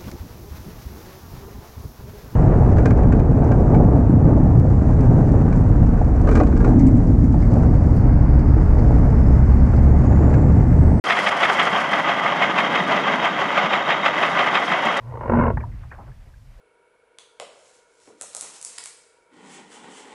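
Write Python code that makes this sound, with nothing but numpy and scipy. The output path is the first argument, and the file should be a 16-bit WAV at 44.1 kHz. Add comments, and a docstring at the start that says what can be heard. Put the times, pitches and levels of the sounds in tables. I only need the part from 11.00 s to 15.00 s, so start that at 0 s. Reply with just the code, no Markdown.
"""Sheet metal clatters, surging into a clank and a rebound about six times a second: a round hay baler
at work behind a tractor on a mown field, heard through one microphone near enough to catch the stalks.
Links and slats beat on the panels and the drive chain snaps tight against the frame. Underneath, the
bale rumbles and bumps in its chamber and the diesel drones. Dry hay hisses in the pickup, loudest at
first, and dry chain pins sing thinly."""
import sys
import numpy as np
from scipy import signal
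from scipy.fft import rfft, irfft
from scipy.io import wavfile

SR = 44100
rng = np.random.default_rng(int(sys.argv[2]) if len(sys.argv) > 2 else 0)


def file_out(sig):
    """Save sig as 16-bit WAV at sys.argv[1]."""
    # one column per channel
    cols = np.atleast_2d(sig).T
    # limit, then scale
    lim = np.clip(cols, -1, 1)
    pcm = np.round(lim * 32767).astype(np.int16)
    wavfile.write(sys.argv[1], SR, pcm)


N = 176400
T = np.arange(N) / SR

# one row per turn of the drive: (time [s], clank [dB], clatter surge [dB], rebound delay [s], rebound [dB])
DRIVE_TURNS = [(0.105, -13, -23, 0.072, -8.5), (0.27, -14.5, -24, 0.052, -41),
               (0.435, -13.5, -19.5, 0.065, -7.5), (0.597, -14, -19, 0.075, -9.5),
               (0.762, -38, -19, 0.049, -13), (0.934, -22, -22, 0.061, -11.5),
               (1.094, -26, -18.5, 0.052, -16), (1.26, -22, -26, 0.065, -13),
               (1.424, -18, -21.5, 0.081, -15), (1.586, -15, -19, 0.06, -14.5),
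               (1.755, -20.5, -20, 0.048, -12), (1.922, -24, -19.5, 0.043, -9.5),
               (2.081, -27, -19.5, 0.055, -11), (2.249, -20.5, -21.5, 0.058, -32),
               (2.412, -33, -21, 0.03, -17), (2.58, -20, -17, 0.078, -10.5),
               (2.735, -16, -21.5, 0.076, -30), (2.904, -16, -22.5, 0.036, -16),
               (3.062, -14.5, -18.5, 0.033, -41), (3.23, -16.5, -19, 0.024, -14),
               (3.392, -17, -19, 0.069, -15), (3.554, -13.5, -20.5, 0.05, -21),
               (3.719, -20.5, -22, 0.072, -15.5), (3.87, -46, -19, 0.094, -15)]
# low spectrum of the bale chamber and the exhaust: (frequency [Hz], level [dB])
RUMBLE_SPECTRUM = [(20, -49), (44, -48), (55, -33), (66, -50), (108, -15), (145, -0.5), (200, 3), (310, 0),
                   (450, -6), (900, -8.5), (3000, -65)]


def clatter(gain_db=-3.5, flutter_db=2.0):
    """Links and slats beat on the panels, harder at every turn and at its rebound."""
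    # spectrum of a blow on sheet metal: (frequency [Hz], level [dB])
    blow_spectrum = [(30, -70), (100, -27), (300, -10.5), (480, -7), (650, -2.5), (900, -0.5), (1250, -2.5),
                     (1700, -6), (2200, -8.5), (2400, -11), (3300, -15), (4000, -26.5), (6000, -30),
                     (7300, -36), (7900, -49), (11000, -50.5), (15500, -62)]
    # panel resonances: (frequency [Hz], width [Hz], level [dB])
    panel_modes = [(401.7, 35, -12), (435, 68, -13.5), (559, 61, -4), (697, 90, 0.5), (773, 89, 0),
                   (1105, 140, 1), (1233, 67, 0), (1512, 106, -3), (1984, 92, 0.5), (2204, 98, -6.5),
                   (2626, 120, -10.5), (3179, 137, -4)]
    power = amp(-23 + flutter_db * drift(24)) ** 2
    for s, _, surge_db, delay, rebound_db in DRIVE_TURNS:
        power += (amp(surge_db + 3) * swell(s, rise_s=.033, fall_s=.025)) ** 2
        power += (amp(rebound_db - 6.5) * swell(s + delay, rise_s=.018, fall_s=.019)) ** 2
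    force = np.sqrt(power)
    blows = force * impacts(per_s=3000, spread_db=0)
    loose_hits = amp(-32) * impacts(per_s=70, spread_db=1.5)
    knocking = through(blows + loose_hits, colour(blow_spectrum))
    ringing = through(force * impacts(per_s=900, spread_db=2), ring(panel_modes))
    return amp(gain_db) * (knocking + ringing)


def clanks():
    """Once a turn the chain snaps tight against the steel frame: a crack in a short jangle, then a slap."""
    # spectrum of the chain striking steel: (frequency [Hz], level [dB])
    crack_spectrum = [(200, -24), (900, -4), (1800, 1), (2500, 4), (3300, -19), (4100, -11), (4600, -27),
                      (4950, -12), (5400, -28), (7500, -30), (11000, -55), (15000, -76)]
    # frame resonances: (frequency [Hz], width [Hz], level [dB])
    frame_modes = [(1283, 58, -1), (1650, 40, -18.5), (1850, 360, 0), (2157, 33, 1.5), (2647, 89, -18.5),
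                   (2850, 20, -13), (3080, 470, -2.5), (3647, 260, -6)]
    force = np.zeros(N)
    for s, clank_db, *_ in DRIVE_TURNS:
        crack = burst(s, rise_s=.004, fall_s=.007)
        jangle = amp(-7.5) * burst(s, rise_s=.012, fall_s=.016)
        slap = amp(-7) * burst(s + .019, rise_s=.004, fall_s=.007)
        force += amp(clank_db) * (np.hypot(crack, jangle) + slap)
    hits = force * impacts(per_s=4500, spread_db=-3.5)
    return amp(-5) * through(hits, colour(crack_spectrum)) + amp(-3) * through(hits, ring(frame_modes))


def bale_chamber(throb_hz=30.69, throb_depth=.18, boom_hz=198.5, waver_hz=30):
    """The bale rolls with a low throb and now and then bumps the chamber, which booms briefly."""
    # loudness of the rolling bale: (time [s], level [dB])
    roll_levels = [(0, -39), (.35, -41.5), (.7, -35), (1.3, -33.5), (1.9, -29.5), (2.6, -34), (2.85, -35.5),
                   (3.4, -34), (4, -36.5)]
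    # knocks of the bale on the chamber: (time [s], relative level [dB])
    knocks = [(0.732, -14.5), (1.47, -26), (1.569, -34), (1.639, -20), (1.808, -13.5), (1.898, -32),
              (1.966, -20), (2.132, -19), (2.259, -26), (2.457, -21), (2.643, -17), (3.377, -23),
              (3.714, -17), (3.866, -14)]
    throb = 1 + throb_depth * np.cos(2 * np.pi * throb_hz * T + .3 * drift(2))
    roll = amp(contour(roll_levels)) * unit(throb * rng.standard_normal(N))
    pitch_hz = boom_hz + waver_hz * np.tanh(drift(40))
    boom = unit(np.sin(2 * np.pi * np.cumsum(pitch_hz) / SR))
    bumps = sum(amp(db - 11.5) * burst(s, rise_s=.01, fall_s=.016) for s, db in knocks)
    return through(roll, colour(RUMBLE_SPECTRUM)) + boom * bumps


def panel_hum():
    """The shaking keeps the hollow side panels sounding, most strongly at each turn of the drive."""
    # humming panel resonances: (frequency [Hz], width [Hz], level [dB])
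    hum_modes = [(200, 31, -47), (394, 27, -49), (700, 51, -37), (770, 51, -40), (1135, 56, -39),
                 (1215, 51, -39), (2020, 81, -42)]
    shaking = unit(.55 + sum(burst(s, rise_s=.016, fall_s=.03) for s, *_ in DRIVE_TURNS))
    return shaking * sum(amp(db) * sing(hz, width) for hz, width, db in hum_modes)


def hay_hiss(flicker_db=3.4):
    """Dry stalks crackle and hiss in the pickup."""
    # spectrum of rustling hay: (frequency [Hz], level [dB])
    hay_spectrum = [(500, 13), (3000, -2), (5000, 6.5), (6300, 0), (8000, -5), (10500, -8), (12000, -23),
                    (15700, -33)]
    # loudness of the rustle: (time [s], level [dB])
    hay_levels = [(0, -37.5), (.3, -39.5), (.38, -43.5), (.54, -37.5), (.8, -44.5), (1.2, -48.5),
                  (1.9, -48), (2.8, -54), (3.4, -45.5), (3.93, -50.5), (3.98, -47)]
    level_db = contour(hay_levels) + flicker_db * drift(40)
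    return amp(level_db) * through(impacts(per_s=6500, spread_db=-.5), colour(hay_spectrum))


def chain_squeaks(flicker_db=5):
    """Dry chain pins sing faintly and break into short squeaks."""
    # loudness of the faint singing: (time [s], level [dB])
    pin_levels = [(0, -64), (1.2, -52), (1.7, -46), (2.8, -46), (4, -47.5)]
    # single squeaks: (time [s], pitch [Hz], level [dB])
    squeaks = [(.075, 3150, -30), (.735, 3200, -29), (.765, 3180, -28), (.9, 3210, -30), (2.705, 3760, -35),
               (2.762, 3760, -35), (2.865, 3760, -35), (2.93, 3760, -35), (2.995, 3230, -33),
               (3.028, 3760, -35)]
    level_db = contour(pin_levels) + flicker_db * np.tanh(drift(35))
    singing = amp(level_db) * sing(hz=3720, width_hz=190)
    return singing + sum(amp(db) * burst(s, .008, .008) * sing(hz, width_hz=200) for s, hz, db in squeaks)


def diesel(firing_hz=85.55, wobble=.0076, level_db=-48.5):
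    """The tractor's uneven firing pulses drone through the muffler."""
    firings = np.cumsum(firing_hz * (1 + wobble * drift(2))) / SR
    pulses = np.diff(np.floor(firings), prepend=0) * (1 + .5 * rng.standard_normal(N))
    return amp(level_db) * unit(through(pulses - pulses.mean(), colour(RUMBLE_SPECTRUM)))


def stalk_snaps():
    """Stalks break with a short bright crunch."""
    # breaking stalks: (time [s], fall time [s], level [dB])
    breaks = [(.53, 0.022, -40), (.655, .01, -39.5), (2.25, .008, -46), (3.856, .008, -41),
              (3.972, .008, -37)]
    # spectrum of the crunch: (frequency [Hz], level [dB])
    crunch_spectrum = [(1000, -16), (4000, 6), (7000, 5.5), (10500, -8.5), (13000, -19), (15700, -25)]
    force = sum(amp(db) * burst(s, fall_s / 2, fall_s) for s, fall_s, db in breaks)
    return through(force * impacts(per_s=3700, spread_db=3), colour(crunch_spectrum))


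def scatter(x, t60_s=.069, level_db=-16.5, size=6000):
    """Short reflections inside the machine and off the ground follow the direct sound to the microphone."""
    t = T[:size]
    tail = rng.standard_normal(size) * amp(-60 * t / t60_s) * (t > .002)
    return x + amp(level_db) * through(x, tail / np.linalg.norm(tail))


def amp(db):
    """Decibels to gain."""
    return 10 ** (np.asarray(db) / 20)


def unit(x):
    """Scales to rms 1."""
    return x / np.sqrt(np.mean(x ** 2) + 1e-20)


def contour(points):
    """Joins (time [s], level [dB]) points with straight lines."""
    return np.interp(T, *np.transpose(points))


def drift(hz):
    """Random wander of rms 1, mostly slower than hz."""
    rolloff = np.exp(-(np.fft.rfftfreq(N, 1 / SR) / hz) ** 2)
    return unit(irfft(rfft(rng.standard_normal(N)) * rolloff, N))


def colour(points, size=4096):
    """Minimum-phase impulse response of energy 1 with the given spectrum shape."""
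    hz, db = np.transpose(points)
    bin_hz = abs(np.fft.fftfreq(size, 1 / SR)) + 1
    log_gain = np.log(amp(np.interp(np.log(bin_hz), np.log(hz), db)))
    h = np.fft.ifft(np.exp(np.conj(signal.hilbert(log_gain)))).real
    return h / np.linalg.norm(h)


def ring(modes, size=4096):
    """Impulse response of energy 1 of damped resonances, band-limited around them."""
    t = T[:size]
    h = np.zeros(size)
    for k, (hz, width, db) in enumerate(modes):
        decay = amp(db) * np.sqrt(width) * np.exp(-np.pi * width * t)
        h += (-1) ** k * decay * np.sin(2 * np.pi * hz * t)
    band = signal.butter(4, [modes[0][0] * .8, modes[-1][0] * 1.15], "band", fs=SR, output="sos")
    h = signal.sosfilt(band, h)
    return h / np.linalg.norm(h)


def through(x, h):
    """Plays x through an impulse response."""
    return signal.oaconvolve(x, h)[:N]


def impacts(per_s, spread_db):
    """Random clicks of rms 1; spread_db makes their sizes uneven."""
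    size = amp(spread_db * np.minimum(rng.exponential(1, N), 3)) * rng.choice([-1, 1], N)
    return unit(size * (rng.random(N) < per_s / SR))


def swell(s, rise_s, fall_s):
    """Pointed envelope that builds up to time s and dies away."""
    return np.exp(-np.maximum((s - T) / rise_s, (T - s) / fall_s))


def burst(s, rise_s, fall_s):
    """Rounded envelope that peaks at time s."""
    return np.exp(-((T - s) / np.where(T < s, rise_s, fall_s)) ** 2)


def sing(hz, width_hz):
    """A rubbed or shaken resonance: a fuzzy tone of rms 1."""
    phase = 2 * np.pi * hz * T
    return drift(width_hz / 2) * np.cos(phase) + drift(width_hz / 2) * np.sin(phase)


def scene():
    """The baler's metal noises over the low drone, in mono at the microphone."""
    rattle = scatter(clatter() + clanks() + hay_hiss() + stalk_snaps())
    return (rattle + panel_hum() + chain_squeaks() + bale_chamber() + diesel())[None]


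def record(dry):
    """The recorder opens after a moment, cuts the deep bass and limits the treble."""
    start_s, low_cut_hz, high_cut_hz = .04, 77, 15750
    low_cut = signal.butter(5, low_cut_hz, "high", fs=SR, output="sos")
    high_cut = signal.firwin(511, high_cut_hz, window=("kaiser", 9), fs=SR)
    thinned = signal.sosfilt(low_cut, dry * (T > start_s))
    return signal.oaconvolve(thinned, high_cut[None], "same")


dry = scene()
out = record(dry)
file_out(out)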